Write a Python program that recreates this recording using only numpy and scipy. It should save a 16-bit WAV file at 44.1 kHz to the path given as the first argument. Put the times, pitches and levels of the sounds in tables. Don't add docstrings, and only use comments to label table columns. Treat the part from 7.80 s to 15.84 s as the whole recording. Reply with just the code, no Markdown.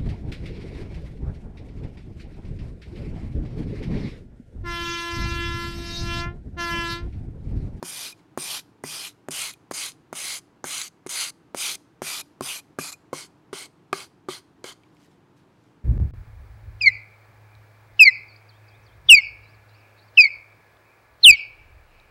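import sys
import numpy as np
from scipy import signal
from scipy.fft import rfft, irfft, next_fast_len
from scipy.io import wavfile
from scipy.ndimage import uniform_filter1d, map_coordinates

SR = 44100
rng = np.random.default_rng(int(sys.argv[2]) if len(sys.argv) > 2 else 0)


def to_linear_factor(level_db):
    exponent = np.asarray(level_db, float) / 20
    return 10 ** exponent


def materialize(psi):
    bounded = np.clip(np.atleast_2d(psi).T, -1, 1)
    quanta = np.round(bounded * 32767).astype(np.int16)
    wavfile.write(sys.argv[1], SR, quanta)


N = 354563
TIME = np.arange(N) / SR

# length_s, crest_db, crest_at (share of length), fade_db (crest to lift), lift_s
STROKES = [(0.3, -37, 0.75, 17, .015), (0.22, -34, 0.76, 6.5, 0.036), (0.24, -37.5, 0.53, 1.5, .045),
           (.25, -35, 0.59, 18.5, 0.018), (.18, -32.5, 0.72, 8.5, 0.053), (0.26, -32.5, 0.65, 10.5, 0.021),
           (.241, -32, 0.57, 17, 0.013), (0.24, -30.5, 0.59, 13.5, 0.0076), (0.21, -33, 0.55, 11, 0.0088),
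           (0.196, -35.5, 0.42, 5.5, 0.0097), (.191, -36, 0.65, 14, 0.014), (.15, -43.5, 0.4, 10, 0.018),
           (0.13, -41.5, 0.45, 14, 0.033), (0.13, -42.5, 0.5, 8, 0.03), (0.12, -42.5, 0.45, 9.5, 0.048),
           (0.1, -42, .35, 9.5, 0.037), (0.085, -45.5, .4, 8, .03)]
# start_s, push_db, bend_db (re push), block_hz, block_db (re push)
LANDINGS = [(0.0272, -17, -13.5, 910, -11), (0.5754, -13, -15.5, 1047, -12), (1.039, -19.5, -9, 2000, -8),
            (1.4859, -18.5, -10, 580, -13), (1.9121, -16, -25, 990, -14.5),
            (2.3284, -19.5, -17.5, 650, -12), (2.842, -19.5, -13.5, 789, -8), (3.2635, -28, -14, 385, 6),
            (3.7468, -16.5, -23, 548, -15.5), (4.2194, -15.5, -16, 565, -24),
            (4.6088, -14.5, -12, 1040, -7), (4.9873, -15, -12.5, 1185, -4), (5.3298, -22, -7, 510, 6),
            (5.7291, -33, 11, 1150, 2.5), (6.1288, -23, 4.5, 1198, 14.5), (6.4863, -26, 7, 1194, 7.5),
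            (6.8424, -29, -10, 480, 3)]
# time_s, place (0 heel, 1 middle, 2 upper, 3 tip)
PLACE = [(0, 1), (1.3, 1), (1.6, 0.35), (2, -0.05), (2.4, 0), (3.4, -3.5), (3.8, 0.36), (4.3, 1.07),
         (4.7, 0.93), (5.05, 1.5), (5.4, 3.5), (5.7, 4), (7, 9.5)]


def unit(x):
    return x / np.sqrt(np.mean(x ** 2) + 1e-20)


def along(points, hz):
    f, v = np.transpose(points)
    return np.interp(np.log(hz + 1), np.log(f + 1), v)


def wobble(rate_hz):
    knots = rng.standard_normal(int(N * rate_hz / SR) + 4)
    return map_coordinates(knots, [TIME * rate_hz])


def filtered(x, response):
    m = next_fast_len(len(x) + 8192)
    return irfft(rfft(x, m) * response(np.fft.rfftfreq(m, 1 / SR)), m)[:len(x)]


def resonance(f, hz, width_hz):
    return 1j * f * width_hz / (hz * hz - f * f + 1j * f * width_hz)


def patchy(x, depth_db):
    z = signal.stft(x, nperseg=256)[2]
    field = uniform_filter1d(rng.standard_normal(z.shape), 4, 0)
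    field = unit(uniform_filter1d(field, 8, 1))
    return unit(signal.istft(z * to_linear_factor(depth_db * field), nperseg=256)[1][:N])


def slips(share, spread_db):
    chance, size, side = rng.random(N), rng.standard_normal(N), rng.random(N)
    return unit((chance < share) * to_linear_factor(spread_db * size) * np.sign(side - 0.5))


def place_at(t):
    return np.interp(t, *np.transpose(PLACE))


def stroke_clock(t):
    landed = np.array(LANDINGS)[:, 0]
    k = np.clip(np.searchsorted(landed, t) - 1, 0, None)
    since_s = t - landed[k]
    return k, since_s, np.clip(since_s / np.array(STROKES)[k, 0], 0, 1)


def air():
    # freq_hz, level_db (per Hz)
    air_spectrum = [(12, -65), (20, -24.5), (70, -18), (113, -6), (172, -6.5), (248, -12), (293, -3.5),
                    (377, -11.5), (485, -15), (527, -19.5), (759, -18.5), (923, -18), (2020, -28.5),
                    (2460, -30.5), (16000, -54)]
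    noise = filtered(rng.standard_normal(N), lambda f: to_linear_factor(along(air_spectrum, f)))
    return to_linear_factor(-58 + 0.34 * wobble(3.7)) * patchy(noise, depth_db=0.4)


def landings():
    # freq_hz, level_db, t60_s
    bench_modes = [(157.8, -8.5, 0.16), (277, -2.5, 0.06)]
    # start_s, push_db, bend_db, block_hz, block_db
    rebounds = [(2.844, -36, -17, 1545, 7), (4.9877, -25, -14, 1650, 2), (5.3325, -25.5, -36, 1050, 7),
                (6.1295, -31, -19, 750, 13.5), (6.1305, -29, -18, 1640, 9), (6.4885, -33, -20, 560, 6)]
    out, t = np.zeros(N + SR), np.arange(SR // 6) / SR

    def ring(hz, db, t60_s):
        onset = 1 - np.exp(-t / 0.00091)
        return -to_linear_factor(db - 60 * t / t60_s) * np.sin(2 * np.pi * hz * t) * onset

    push = -np.sin(np.pi * np.minimum(t / 0.00073, 1)) ** 2
    push = filtered(push, lambda f: resonance(f, 450, 630))
    push = push / np.abs(push).max()
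    knocks = LANDINGS + rebounds
    ticks = rng.standard_normal((len(knocks), len(t))) * to_linear_factor(-15.0 - 60 * t / 0.0095)
    grips = rng.standard_normal((len(knocks), 3))
    for (start_s, push_db, bend_db, block_hz, block_db), tick, grip in zip(knocks, ticks, grips):
        overhanging = place_at(start_s) > 3.1
        bench_db = bend_db + 3.5 - 13.5 * overhanging
        knock = push + ring(383 * (1 + 0.033 * grip[2]), bend_db, 0.058)
        knock = knock + ring(block_hz, block_db, 0.024)
        for k, (hz, level_db, t60_s) in enumerate(bench_modes):
            knock = knock + ring(hz * (1 + 0.045 * grip[k]), bench_db + level_db, t60_s)
        knock = knock + filtered(tick, lambda f: resonance(f, 6600, 9000) ** 2)
        out[round(start_s * SR):][:len(t)] += to_linear_factor(push_db) * knock
    return filtered(out[:N], lambda f: (1j * f / (85 + 1j * f)) ** 3)


def snaps():
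    # start_s, peak_db, pitch_hz
    snap_events = [(0.0283, -28, 4190), (1.037, -26.5, 9000), (1.5075, -30.5, 9100), (1.737, -36, 11500),
                   (1.91, -35.5, 8200), (1.939, -48, 9000), (2.119, -35.5, 5000), (2.352, -46, 8800),
                   (2.8418, -19.5, 6300), (2.855, -30.5, 11500), (2.87, -22, 9500), (2.966, -25.5, 9500),
                   (3.0156, -15.5, 4100), (3.0794, -29.5, 6210), (3.271, -28, 6000), (3.293, -24.5, 6460),
                   (3.495, -28, 9000), (3.9544, -24.5, 7000), (4.409, -28, 6840), (4.6085, -33, 7000),
                   (5.125, -31, 7500), (5.129, -32, 4300), (6.129, -16, 2450), (7.035, -46, 2600),
                   (1.738, -35, 3520), (6.8415, -27, 5500), (7.149, -59, 11500), (7.168, -52, 2500),
                   (7.5678, -68, 6500), (7.8391, -61.5, 7500)]
    out, t = np.zeros(N + SR), np.arange(SR // 50) / SR
    for start_s, peak_db, pitch_hz in snap_events:
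        def colour(f):
            ringing = 0.3 * resonance(f, pitch_hz, 4000) ** 2 + resonance(f, pitch_hz, 600)
            return ringing / (1 + (f / 14500) ** 8)

        burst = filtered(rng.standard_normal(len(t)) * to_linear_factor(-60 * t / 0.0067), colour)
        out[round(start_s * SR):][:len(t)] += to_linear_factor(peak_db) * burst / np.abs(burst).max()
    return out[:N]


def stroke_levels_db():
    k, since_s, done = stroke_clock(TIME)
    length_s, crest_db, crest_at, fade_db, lift_s = np.array(STROKES)[k].T
    reach = place_at(TIME)
    touch_db = -47.5
    to_rise_db = np.maximum(crest_db - touch_db, 0) * np.clip(1 - done / crest_at, 0, 1) ** 2.01
    faded_db = fade_db * np.clip((done - crest_at) / (1 - crest_at), 0, 1) ** 1.95
    steel_db = crest_db - to_rise_db - faded_db - 32 * np.maximum(since_s - length_s, 0) / lift_s

    bent = 1 - np.exp(-abs(since_s) / 0.022)
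    fizz_db = 0.84 - 2.2 * np.clip(1 - reach, 0, 1) - 2.5 * np.clip(reach - 2, 0, 1)
    wire_db = fizz_db + 0.85 * to_rise_db * bent + 0.17 * faded_db

    thud_db = 14.5 * np.exp(-abs(since_s) / 0.0081)
    block_db = -8.5 + 0.5 * to_rise_db + 6.5 * np.clip(reach - 3, 0, 1) + thud_db
    return steel_db, wire_db, block_db


def hops_db():
    # from_s, to_s, drop_db
    hop_events = [(0.032, 0.047, -7), (1.489, 1.507, -28.5), (1.714, 1.741, -6), (1.924, 1.936, -12),
                  (2.334, 2.352, -10), (3.272, 3.291, -16), (3.751, 3.769, -5.5), (4.613, 4.622, -11),
                  (5.108, 5.119, -10), (6.848, 6.854, -5.5)]
    drop_db = sum(db * ((TIME > from_s) & (TIME < to_s)) for from_s, to_s, db in hop_events)
    return uniform_filter1d(drop_db * 1.0, size=90)


def bent_wires(x, low_width_hz, high_width_hz):
    # start_s, length_s, pitch_hz, lift_db
    tufts = [(.1, .05, 9500, 4), (.63, .05, 8900, 4), (.72, .05, 3200, 5), (2.5, .06, 2200, 4),
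             (4.33, .04, 3000, 4), (4.71, .04, 2900, 4), (3.43, .06, 4400, 5), (3.9, .05, 4400, 4),
             (4.4, .02, 12000, 7), (5.75, .02, 2800, 10), (5.82, .04, 8700, 5), (6.54, .03, 3300, 5),
             (6.9, .03, 3300, 5)]
    hz, t, z = signal.stft(x, SR, nperseg=256)
    done, place = stroke_clock(t)[2], place_at(t)
    leaning = (t > 2.25) & (t < 4.1)
    tip = place > 3.1

    def glide(landing, lift):
        return landing + (lift - landing) * done

    def bump(centre_hz, width_hz):
        return np.exp(-((hz[:, None] - centre_hz) / width_hz) ** 2)

    low_hz = np.where(tip, glide(4300, 4480), glide(5150, 3900))
    low_hz = np.where(leaning, glide(3700, 4550), low_hz)
    high_hz = glide(8850, 9700)
    tilt = np.where(place > 2, glide(0.37, 0.18), glide(0.85, 0.22))
    lift_db = 9 * (1 - tilt) * bump(low_hz, low_width_hz) + 9.9 * tilt * bump(high_hz, high_width_hz)
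    for start_s, length_s, pitch_hz, db in tufts:
        lift_db += db * bump(pitch_hz, 0.11 * pitch_hz) * np.exp(-((t - start_s) / length_s) ** 2)
    drift = uniform_filter1d(rng.standard_normal(z.shape), size=3, axis=0)
    drift = unit(uniform_filter1d(drift, size=28, axis=1))
    return signal.istft(z * to_linear_factor(lift_db + 1.9 * drift), SR, nperseg=256)[1][:N]


def file_ring(force):
    # freq_hz, width_hz, heel_db, middle_db, upper_db, tip_db
    file_modes = [(385, 37, 5.5, 13, 0, 19), (694, 770, -1, 0.5, 9, -1), (1150, 120, 3, 0.5, 4.5, 2.5),
                  (1788, 390, -6.5, -4.5, -7, -13), (2172, 190, 8, -1.5, -1.5, 11.5),
                  (2416, 170, -1.5, 6.5, 12, -12.5), (2800, 500, -0.5, -2.5, -9, -6),
                  (3130, 300, 2.5, 2.5, -19, 7.5), (3560, 430, -1.5, 1.5, -2, 0), (4100, 87, 4, 0.5, 15, 6),
                  (4322, 50, 1, -6, 6, 4.5), (4724, 110, -0.5, 2, 7, 4.5)]
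    # freq_hz, width_hz, heel_db, middle_db, upper_db, tip_db
    bed_modes = [(5490, 560, -12.5, -2.5, -1, -2.5), (6300, 200, 6.5, -4.5, 3, 0.5),
                 (6810, 370, 3, -2.5, -2, -0.5), (7120, 260, 2.5, 0.5, 13.5, 5.5),
                 (8100, 890, 2.5, -5.5, 6.5, 1.5), (8550, 210, -1, 5, -12, 4), (9280, 150, -4, 2, -5, 8),
                 (9800, 1100, 2.5, -2, 1, -1), (11400, 380, -4.5, 2.5, 13, -6),
                 (13500, 200, 0.5, 2, 13, -5)]
    # freq_hz, width_hz, lift_db
    free_modes = [(2450, 46, 7.5), (4200, 31, 0), (4840, 35, 2.5), (6340, 45, 8), (8000, 28, 7.5)]
    place = np.clip(place_at(TIME), 0, 3)
    f = np.fft.rfftfreq(8192, 1 / SR)
    heard = np.zeros(N)
    for k in range(4):
        modes = [(hz, width_hz, db[k]) for hz, width_hz, *db in file_modes + bed_modes]
        modes += [(hz, width_hz, db * (k + 1) / 4) for hz, width_hz, db in free_modes]
        response = np.ones(len(f), complex)
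        for hz, width_hz, db in modes:
            response *= 1 + (to_linear_factor(db) - 1) * resonance(f, hz, width_hz)
        near = np.sqrt(np.clip(1 - abs(place - k), 0, 1))
        heard += signal.oaconvolve(force * near, irfft(response)[:6000])[:N]
    return heard


def scrape():
    # freq_hz, level_db
    teeth_spectrum = [(1200, -25.5), (1900, -3.5), (3000, 1), (4500, -2.5), (5800, -1.5), (8000, -29.5)]
    # freq_hz, level_db
    wire_spectrum = [(3500, -31.5), (5000, 4), (6500, 2), (9000, -0.5), (10500, 0.5), (13000, -5.5),
                     (14500, -18.5), (16000, -22)]
    # freq_hz, level_db
    block_spectrum = [(200, -33.5), (400, -14.5), (700, -5), (1400, -0.5), (1900, -2), (2600, -17.5),
                      (5000, -69.5)]
    steel = filtered(slips(share=0.5, spread_db=3.0), lambda f: to_linear_factor(along(teeth_spectrum, f)))
    steel = patchy(steel, depth_db=1.5)
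    wires = filtered(slips(share=0.23, spread_db=3.5), lambda f: to_linear_factor(along(wire_spectrum, f)))
    wires = patchy(wires, depth_db=1.0)
    block = unit(filtered(slips(share=0.6, spread_db=0.0), lambda f: to_linear_factor(along(block_spectrum, f))))

    steel_db, wire_db, block_db = stroke_levels_db()
    catch_db = 0.29 * wobble(40) + 0.55 * wobble(180)
    pressure = (stroke_clock(TIME)[1] > 0) * to_linear_factor(steel_db + hops_db() + catch_db)
    force = pressure * (steel + to_linear_factor(wire_db + 0.35 * wobble(120)) * wires + to_linear_factor(block_db) * block)
    force = bent_wires(force, low_width_hz=330, high_width_hz=800) + snaps()
    return to_linear_factor(-3.0) * file_ring(force)


def pings():
    # start_s, peak_db, pitch_hz
    ping_events = [(.324, -41.5, 2450), (1.735, -48, 2450), (4.416, -46, 2450), (4.797, -46, 2450),
                   (5.137, -43, 2450), (7.035, -62, 2290)]
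    out, t = np.zeros(N + SR), np.arange(SR // 10) / SR
    rise_s, t60_s = 0.0036, 0.033
    shape = (1 - np.exp(-(t / rise_s) ** 2)) * to_linear_factor(-60 * t / t60_s)
    shape = shape / shape.max()
    for start_s, peak_db, pitch_hz in ping_events:
        out[round(start_s * SR):][:len(t)] += to_linear_factor(peak_db) * shape * np.sin(2 * np.pi * pitch_hz * t)
    return out[:N]


def handling():
    # peak_s, level_db, rise_s, fall_s
    rustles = [(.39, -67.5, .05, .035), (7.055, -76, .005, 0.061), (7.25, -62.5, 0.058, 0.025),
               (7.315, -71, .012, 0.038), (7.572, -68, .006, 0.038), (7.86, -76, .15, .12)]
    # freq_hz, level_db (per Hz)
    rustle_spectrum = [(900, -33), (1500, 1), (4000, -1), (8000, -7.5), (12000, -14.5), (15500, -25)]
    grains = filtered(slips(share=0.33, spread_db=-6.0), lambda f: to_linear_factor(along(rustle_spectrum, f)))
    swell = np.zeros(N)
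    for peak_s, level_db, rise_s, fall_s in rustles:
        swell += to_linear_factor(level_db) * np.exp(-abs(TIME - peak_s) / np.where(TIME < peak_s, rise_s, fall_s))
    return swell * patchy(grains, depth_db=2.5)


def room(x):
    # freq_hz, t60_s
    room_decay = [(200, 0.34), (1500, 0.17), (5000, 0.44), (12000, 0.35)]
    hz, t, z = signal.stft(rng.standard_normal(SR // 2), SR, nperseg=256)
    decay = to_linear_factor(-60 * t / along(room_decay, hz)[:, None])
    tail = signal.istft(z * decay, SR, nperseg=256)[1]
    return signal.fftconvolve(np.pad(x, (300, 0)), tail / np.linalg.norm(tail))[:N]


def scene():
    knock = landings()
    rub = scrape() + pings() + handling()
    overhang = to_linear_factor(1.0 * place_at(TIME))
    echo = to_linear_factor(-29.5) * room(rub * overhang) + to_linear_factor(-16) * room(knock)
    return (air() + knock + rub + echo)[None]


def top_cut(x):
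    return signal.sosfilt(signal.butter(12, 16690, fs=SR, output="sos"), x)


def record(dry):
    mix = filtered(dry[0], lambda f: 1 - 0.96 * np.clip((f - 15850) / 150, 0, 1))[None]
    return top_cut(mix)


dry = scene()
out = record(dry)
materialize(out)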